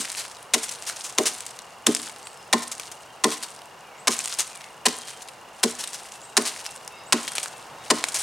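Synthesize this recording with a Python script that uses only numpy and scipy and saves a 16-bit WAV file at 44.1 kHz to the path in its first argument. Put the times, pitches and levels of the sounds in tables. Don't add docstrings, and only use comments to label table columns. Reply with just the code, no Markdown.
import sys
import numpy as np
from scipy import signal
from scipy.fft import rfft, irfft
from scipy.io import wavfile
from scipy.ndimage import map_coordinates

SR = 44100
rng = np.random.default_rng(int(sys.argv[2]) if len(sys.argv) > 2 else 0)


def materialize(psi):
    bounded = np.clip(np.atleast_2d(psi).T, -1, 1)
    quanta = np.round(bounded * 32767).astype(np.int16)
    wavfile.write(sys.argv[1], SR, quanta)


N = 362502

# (time [s], bite level [dB], wait until the split [s], split length [s], split level [dB],
#   brightness [dB/octave], knock level [dB], boom level [dB], boom centre [Hz],
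#   debris level [dB], debris keeps falling for [s])
BLOWS = [(-0.055, -20, 0.003, 0.006, -1, 3, -27, -27.5, 258, -35.5, 0.16),
         (0.5359, -17.5, 0.0018, 0.0094, -12.5, 1.5, -27.5, -31.5, 368, -41.5, 0.57),
         (1.1785, -25.5, 0.0044, 0.0014, -9.5, 0.7, -25.5, -23, 416, -42, 0.24),
         (1.864, -24, 0.0019, 0.0033, -8.5, 2.5, -28, -21, 300, -39, 0.14),
         (2.5275, -13, 0.0034, 0.0057, -12.5, -0.5, -16.5, -26, 287, -45.5, 0.32),
         (3.2378, -19, 0.0029, 0.0022, -9.5, 0.5, -17.5, -23.5, 352, -41, 0.12),
         (4.072, -16, 0.0036, 0.0071, -13, 0.3, -22, -31, 302, -35, 0.24),
         (4.854, -23, 0.0019, 0.012, -13.5, 0.2, -21, -29.5, 305, -45, 0.24),
         (5.6306, -20, 0.0025, 0.0059, -12, 2, -26.5, -24, 334, -43.5, 0.44),
         (6.368, -10.5, 0.0038, 0.0068, -11.5, 1.5, -24, -25, 336, -40.5, 0.24),
         (7.1233, -13.5, 0.0027, 0.0049, -11, 0.5, -23, -26.5, 273, -40, 0.26),
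         (7.9014, -20, 0.0013, 0.0095, -13, -0.5, -16.5, -24, 325, -39.5, 0.41)]
# (frequency [Hz], relative level [dB])
DRY_LEAF_SPECTRUM = [(80, -30), (400, -10), (1000, -3.5), (2000, -2), (4000, -0.5), (6500, 0.5),
                     (9300, 2.5), (11000, -6.5), (15500, -21.5)]


def amp(db):
    return 10 ** (np.asarray(db) / 20)


def unit(x):
    return x / np.sqrt(np.mean(x ** 2) + 1e-20)


def along(points, hz):
    f, v = np.transpose(points)
    return np.interp(np.log(hz + 1), np.log(f + 1), v)


def wobble(rate):
    knots = rng.standard_normal(int(N * rate / SR) + 4)
    return map_coordinates(knots, [np.arange(N) * rate / SR])


def coloured(x, db_of_hz, size=2048):
    cepstrum = irfft(np.log(amp(db_of_hz(np.fft.rfftfreq(size, 1 / SR))) + 1e-6))
    cepstrum[1:size // 2] *= 2
    cepstrum[size // 2 + 1:] = 0
    kernel = irfft(np.exp(rfft(cepstrum)))
    return signal.fftconvolve(x, kernel / np.linalg.norm(kernel))[:len(x)]


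def tilt(hz, db_per_octave):
    return db_per_octave * np.log2(np.clip(hz, 700, 10000) / 4000)


def crackle(count, rate, spread_db):
    hit = rng.random(count) < rate / SR
    sign = rng.choice([-1, 1], count)
    size = amp(spread_db * np.clip(rng.standard_normal(count), -2, 2))
    return unit(hit * sign * size)


def held(x, seconds):
    return x * np.sqrt(seconds * SR / (np.sum(x ** 2) + 1e-20))


def add(track, s, sound):
    start = round(s * SR)
    sound = sound[..., max(-start, 0):]
    part = track[..., max(start, 0):max(start, 0) + sound.shape[-1]]
    part += sound[..., :part.shape[-1]]


def placed(x, pan_db):
    return x * amp([[pan_db / 2], [-pan_db / 2]])


def burst(t, length, rise, fall):
    opening = 1 - np.exp(-np.maximum(t, 0) / rise)
    return opening * np.exp(-np.maximum(t - length, 0) / fall)


def ring(modes, t, drive, scatter_db, detune):
    hz, db, t60 = np.transpose(modes)[:, :, None]
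    size, pitch, phase = rng.standard_normal((3, len(modes), 1))
    gain = amp(db + scatter_db * size + drive(hz) - 60 * t / t60)
    return np.sum(gain * np.sin(2 * np.pi * (hz * (1 + detune * pitch) * t + phase)), 0)


def far_rush():
    # (frequency [Hz], relative level [dB])
    air = [(15, -79), (25, -26.5), (134, -7.5), (285, -12), (451, -4.5), (545, -3.5), (591, -3.5), (775, 0),
           (1020, -2), (1940, -11.5), (3080, -15.5), (3720, -18.5), (6380, -20.5), (16000, -34)]
    rush_db, swell_from_s, swell_db_per_s = -46, 6.33, 2
    mid, side = (coloured(rng.standard_normal(N), lambda hz: along(air, hz), size=8192) for _ in range(2))
    swell_db = swell_db_per_s * np.maximum(np.arange(N) / SR - swell_from_s, 0)
    level = amp(rush_db + swell_db + 0.14 * wobble(6.7))
    return level * (mid + amp(-11) * np.array([side, -side]))


def drone(centre_hz=735, width_hz=22):
    band = lambda hz: -20 * np.log10(1 + ((hz - centre_hz) / width_hz) ** 2)
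    hum = coloured(rng.standard_normal(N), band, size=8192)
    return amp(-68.5 + 4.1 * wobble(1)) * hum


def trill(centre_hz=2810, spread_hz=80):
    beat = np.cumsum(30 * (1 + .03 * wobble(3))) / SR
    pips = np.sin(np.pi * beat) ** 4 * amp(1.2 * wobble(20))
    carrier = np.sin(2 * np.pi * np.cumsum(centre_hz + spread_hz * wobble(250)) / SR)
    return amp(-58.5) * unit(pips * carrier)


def crack(t, bite_db, wait, length, split_db, bright_db):
    # (frequency [Hz], relative level [dB])
    tear = [(60, -20), (200, -23), (500, -2), (1200, 0), (2000, 0.5), (4000, 0.5), (6500, 0), (9300, -2),
            (11000, -11.5), (15500, -25.5)]
    bite = held(crackle(len(t), 14000, 4.4) * burst(t, 0.0024, 0.00031, 0.00078), 0.0035)
    tearing = burst(t - wait, length, 0.00071, 0.0025)
    tearing += amp(-16.0) * burst(t - wait, length, .002, 0.017)
    split = held(crackle(len(t), 10000, 5.1) * tearing, length + 0.00084)
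    wood = lambda hz: along(tear, hz) + tilt(hz, bright_db)
    return coloured(amp(bite_db) * bite + amp(split_db) * split, wood)


def knock(t, wait, bright_db):
    # (frequency [Hz], relative level [dB], t60 [s])
    knock_modes = [(488, -15, 0.067), (632, -13, 0.073), (769.6, -5.5, 0.069), (906, -13, 0.11),
                   (1021.6, 1.5, 0.062), (1073.5, -3, 0.07), (1416, -2, 0.039), (1800, -8, 0.059),
                   (1976, -2.5, 0.045)]
    rung = ring(knock_modes, t, lambda hz: tilt(hz, bright_db), scatter_db=-0.5, detune=0.0041)
    return held(rung * (1 - np.exp(-(t / (wait + 0.0067)) ** 2)), 0.0092)


def trunk_body(t, centre_hz):
    # (frequency [Hz], relative level [dB], t60 [s])
    trunk_modes = [(168.4, -14.5, 0.18), (214, -7.5, 0.093), (235.6, 0.5, 0.14), (299.8, -10, 0.17),
                   (340.2, -3.5, 0.095), (367, 4, 0.079), (406.2, 2, 0.1), (438.5, -0.5, .13),
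                   (521, -16, .08), (546, -7.5, 0.11), (620.7, -2, 0.11)]
    push = lambda hz: -10 * np.minimum(np.log2((hz + 1) / centre_hz) ** 2, 2)
    swell = 1 - np.exp(-(t / 0.023) ** 3)
    boom = held(ring(trunk_modes, t, push, scatter_db=0.9, detune=0.014) * swell, 0.043)
    soil_points = [(40, -22), (130, -4.0), (260, 0.5), (430, -9.5), (700, -3), (2000, -31)]
    soil = lambda hz: along(soil_points, hz) + push(hz)
    thud = held(coloured(rng.standard_normal(len(t)), soil) * swell * np.exp(-t / 0.015), 0.052)
    return amp(-0.8) * boom + amp(-7) * thud


def axe():
    out, t = np.zeros((2, N)), np.arange(int(.4 * SR)) / SR
    for s, bite_db, wait, length, split_db, bright_db, knock_db, boom_db, centre_hz, *_ in BLOWS:
        blow = placed(crack(t, bite_db, wait, length, split_db, bright_db), 1.0)
        blow += placed(amp(knock_db) * knock(t, wait, bright_db), 1.4)
        blow += placed(amp(boom_db) * trunk_body(t, centre_hz), -.1)
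        add(out, s, blow)
    return out


def shower():
    # (time [s], length [s], level [dB])
    swishes = [(2.3, 0.15, -56), (4.62, 0.05, -49), (5.605, 0.032, -50), (7.885, 0.038, -47)]
    stir_db = -62
    rise_s, fade_db_per_s = 0.0095, 64
    t = np.arange(N) / SR
    power = np.full(N, amp(stir_db) ** 2)
    for s, *_, debris_db, falling_s in BLOWS:
        rise = 1 - np.exp(-np.maximum(t - s, 0) / rise_s)
        fade_db = fade_db_per_s * np.maximum(t - s - falling_s, 0)
        power += (rise * amp(debris_db - fade_db)) ** 2
    for s, length, db in swishes:
        power += amp(db) ** 2 * np.exp(-((t - s) / length) ** 2)
    return np.sqrt(power)


def leaves(debris):
    patter = np.zeros((2, N))
    for centre_hz in np.geomspace(1400, 9000, num=7):
        octaves_off = lambda hz: abs(np.log2((hz + 1) / centre_hz))
        leaf = lambda hz: along(DRY_LEAF_SPECTRUM, hz) - 13 * np.minimum(octaves_off(hz), 2)
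        pan_db = rng.normal(1, 2)
        patter += placed(coloured(crackle(N, 90, 7.8), leaf), pan_db) * (centre_hz / 4000) ** 0.48
    rustle = coloured(crackle(N, 3000, 6), lambda hz: along(DRY_LEAF_SPECTRUM, hz))
    clumps = amp(3.1 * wobble(90))
    return debris * (amp(-0.66) * unit(patter * clumps) + amp(-2.0) * unit(rustle * clumps))


def chips(landings):
    neutral_hz, slope_per_octave = 5800, 1.43
    out, t = np.zeros((2, N)), np.arange(int(.2 * SR)) / SR
    for s, db, length, ring_hz in landings:
        hardness = np.clip(np.exp(-length / 0.0063), 0, 1)
        crush = burst(t, length * 0.68, length * 0.018, 0.0011 + length * 0.38)
        trembling = amp(-19) * burst(t, length, 0.0015, 0.037)
        snaps = held(crackle(len(t), 4500, 4.5) * (crush + trembling), length)
        tick = held(crackle(len(t), 30000, 2.0) * np.exp(-t / 0.00066), length * 0.87)
        contact = np.sqrt(hardness) * tick + np.sqrt(1 - hardness) * snaps
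        bright_db = slope_per_octave * np.log2(ring_hz / neutral_hz)
        resonance = lambda hz: (4 + 5 * hardness) / (1 + (np.log2((hz + 1) / ring_hz) / 0.22) ** 2)
        colour = lambda hz: along(DRY_LEAF_SPECTRUM, hz) + tilt(hz, bright_db) + resonance(hz)
        add(out, s, placed(amp(db) * coloured(contact, colour), 1.1 + rng.normal(0, 0.65)))
    return out


def splinters():
    out, t = np.zeros((2, N)), np.arange(int(.03 * SR)) / SR
    for s, *_ in BLOWS:
        for flight, size, pitch, pan in rng.standard_normal(size=(16, 4)):
            delay = .018 + 0.055 * np.exp(0.72 * flight)
            centre_hz = 6500 * 2 ** (.5 * pitch)
            leaf = lambda hz: along(DRY_LEAF_SPECTRUM, hz) - 8 * abs(np.log2((hz + 1) / centre_hz))
            snaps = held(crackle(len(t), 6000, 3.7) * np.exp(-t / 0.0022), 0.0018)
            db = -33 + 3 * np.clip(size, -2, 1) - 25 * delay
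            add(out, s + delay, placed(amp(db) * coloured(snaps, leaf), 1 + pan))
    return out


def small_chips(count=10):
    over_shower_db, length_s, middle_hz = 5, 0.0015, 6400
    straggle_s, fade_db_per_s = 0.29, 14
    rows = []
    for s, *_, debris_db, falling_s in BLOWS:
        for k, (when, size, pitch) in enumerate(rng.random((count, 3))):
            flight = 0.05 + (k + when) / count * (falling_s + straggle_s)
            db = debris_db + over_shower_db + 6 * (size - .5) - fade_db_per_s * flight
            rows.append((s + flight, db, length_s, middle_hz * 2 ** (2 * pitch - 1)))
    return rows


def ground(x):
    t = np.arange(int(0.039 * SR)) / SR
    paths = rng.standard_normal(len(t)) * burst(t - .002, 0, 0.00096, 0.0074)
    colour = [(150, -15), (500, 6), (4000, 2.0), (8000, 3), (12000, -21.0)]
    scatter = coloured(paths, lambda hz: along(colour, hz))
    side = signal.fftconvolve(x.mean(0), scatter / np.linalg.norm(scatter))[:N]
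    return x + amp(-19.5) * np.array([side, -side])


def trees(x):
    # (frequency [Hz], t60 [s])
    woods = [(150, 0.48), (400, 0.34), (1000, 0.41), (3000, 0.36), (9000, 0.4), (16000, 0.19)]
    # (frequency [Hz], relative level [dB])
    woods_colour = [(100, -9), (250, -5.5), (1000, 0.5), (2500, -2), (10000, -7.5)]
    hz, t, z = signal.stft(rng.standard_normal((2, SR)), SR, nperseg=256)
    fade_db = along(woods_colour, hz)[:, None] - 60 * t / along(woods, hz)[:, None]
    build_up = 1 - np.exp(-t / 0.032)
    tail = signal.istft(z * amp(fade_db) * build_up, SR, nperseg=256)[1]
    tail = tail / np.linalg.norm(tail[0])
    mid, side = signal.fftconvolve(x.mean(0)[None], tail, axes=1)[:, :N]
    return mid + amp(-10.5) * np.array([side, -side])


def thin_tones():
    # (time [s], level before a 6 dB lift [dB])
    chirp_rows = [(2.235, -50), (3.978, -52.5), (6.22, -48.5), (7.055, -51)]
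    # (time [s], length [s], start [Hz], end [Hz], level before a 6 dB lift [dB])
    whistling = [(2.2, 0.1, 4640, 4580, -61), (2.33, 0.12, 5250, 5100, -60), (3.07, 0.089, 3130, 3120, -61),
                 (3.77, 0.28, 2730, 1850, -62), (4.45, 0.26, 2690, 1900, -59),
                 (4.9, 0.27, 3270, 3130, -56.5), (6.13, 0.052, 2690, 2670, -54.5),
                 (6.24, .13, 3870, 3900, -65), (6.66, 0.046, 2700, 2690, -52),
                 (6.9, 0.097, 2670, 2644, -53), (6.9, 0.13, 3680, 3860, -60), (6.92, 0.13, 2180, 2144, -62),
                 (6.95, 0.087, 4950, 5100, -59), (7.22, 0.13, 3220, 3200, -50),
                 (7.49, 0.11, 2680, 2640, -57), (7.78, .12, 3700, 3850, -59)]
    chirp_s, chirp_start_hz, chirp_end_hz = 0.048, 6430, 8400
    out = np.zeros(N)
    chirps = [(s, chirp_s, chirp_start_hz, chirp_end_hz, db) for s, db in chirp_rows]
    for tones, waver, bend in ((chirps, .03, 2.2), (whistling, .008, 1.05)):
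        for s, length, start_hz, end_hz, db in tones:
            u = np.linspace(0, 1, int(length * SR))
            quiver = np.interp(u, np.linspace(0, 1, num=40), rng.standard_normal(size=40))
            glide_hz = start_hz + (end_hz - start_hz) * (1 - (1 - u) ** bend)
            hz = glide_hz * (1 + waver * quiver)
            envelope = np.abs(np.sin(np.pi * u)) ** 0.74
            add(out, s, amp(db + 6) * envelope * np.sin(2 * np.pi * np.cumsum(hz) / SR))
    return placed(out, 1.0)


def scene():
    # (time [s], level [dB], length [s], ring [Hz])
    big_chips = [(0.004, -28, 0.021, 7500), (0.1216, -32, 0.0017, 9000), (0.169, -31, 0.052, 4500),
                 (0.632, -26.5, 0.015, 8400), (0.692, -28, 0.0061, 6140), (0.711, -33, 0.019, 7500),
                 (0.865, -30.5, 0.043, 5600), (0.8976, -22.5, 0.0024, 1480), (1.038, -33, 0.036, 6700),
                 (1.256, -19.5, 0.027, 5840), (1.406, -24.5, 0.0017, 7000), (1.4644, -27.5, 0.0036, 8000),
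                 (1.5899, -30, 0.0023, 4030), (1.949, -14.5, 0.0029, 7500), (2.096, -30, 0.0028, 2180),
                 (2.2707, -30.5, 0.0021, 2800), (2.6206, -32, 0.018, 6110), (2.7155, -29, 0.015, 6500),
                 (2.7975, -21.5, 0.0022, 2450), (2.916, -34, 0.0078, 6000), (3.314, -29, 0.029, 3860),
                 (3.4265, -29.5, 0.018, 4590), (4.105, -29, 0.03, 6050), (4.1907, -20, 0.0019, 6560),
                 (4.2575, -20.5, 0.0026, 7850), (4.386, -21, 0.029, 6600), (4.884, -22, 0.0051, 5030),
                 (5.074, -38, 0.032, 4200), (5.2195, -35, 0.0085, 7000), (5.286, -35.5, 0.006, 2580),
                 (5.7897, -31.5, 0.034, 6000), (5.838, -25.5, 0.006, 3760), (5.8745, -29, 0.0055, 7950),
                 (5.93, -34, 0.031, 5500), (6.1206, -32, 0.0019, 6700), (6.451, -26.5, 0.043, 4530),
                 (6.6636, -22, 0.0021, 5370), (6.8774, -26, 0.0016, 5740), (7.2785, -26, 0.0078, 3480),
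                 (7.353, -26, 0.01, 8610), (7.3821, -17, 0.0028, 2450), (7.43, -26, 0.012, 7550),
                 (7.459, -23.5, 0.0018, 1430), (8.0403, -13, 0.0019, 2320), (8.0854, -24.5, 0.0053, 6680),
                 (8.143, -24, 0.03, 6160), (8.185, -28, 0.038, 8440)]
    near = ground(axe() + splinters() + chips(big_chips) + leaves(shower()) + chips(small_chips()))
    tones = thin_tones()
    faint = tones + amp(-5) * trees(tones) + trill() + drone() + far_rush()
    return near + amp(-18) * trees(near) + faint


def record(dry):
    top_hz = 16000
    rounded = dry / (1 + np.abs(dry) ** 6) ** (1 / 6)
    return signal.sosfilt(signal.ellip(10, .1, 90, top_hz, fs=SR, output="sos"), rounded)


dry = scene()
out = record(dry)
materialize(out)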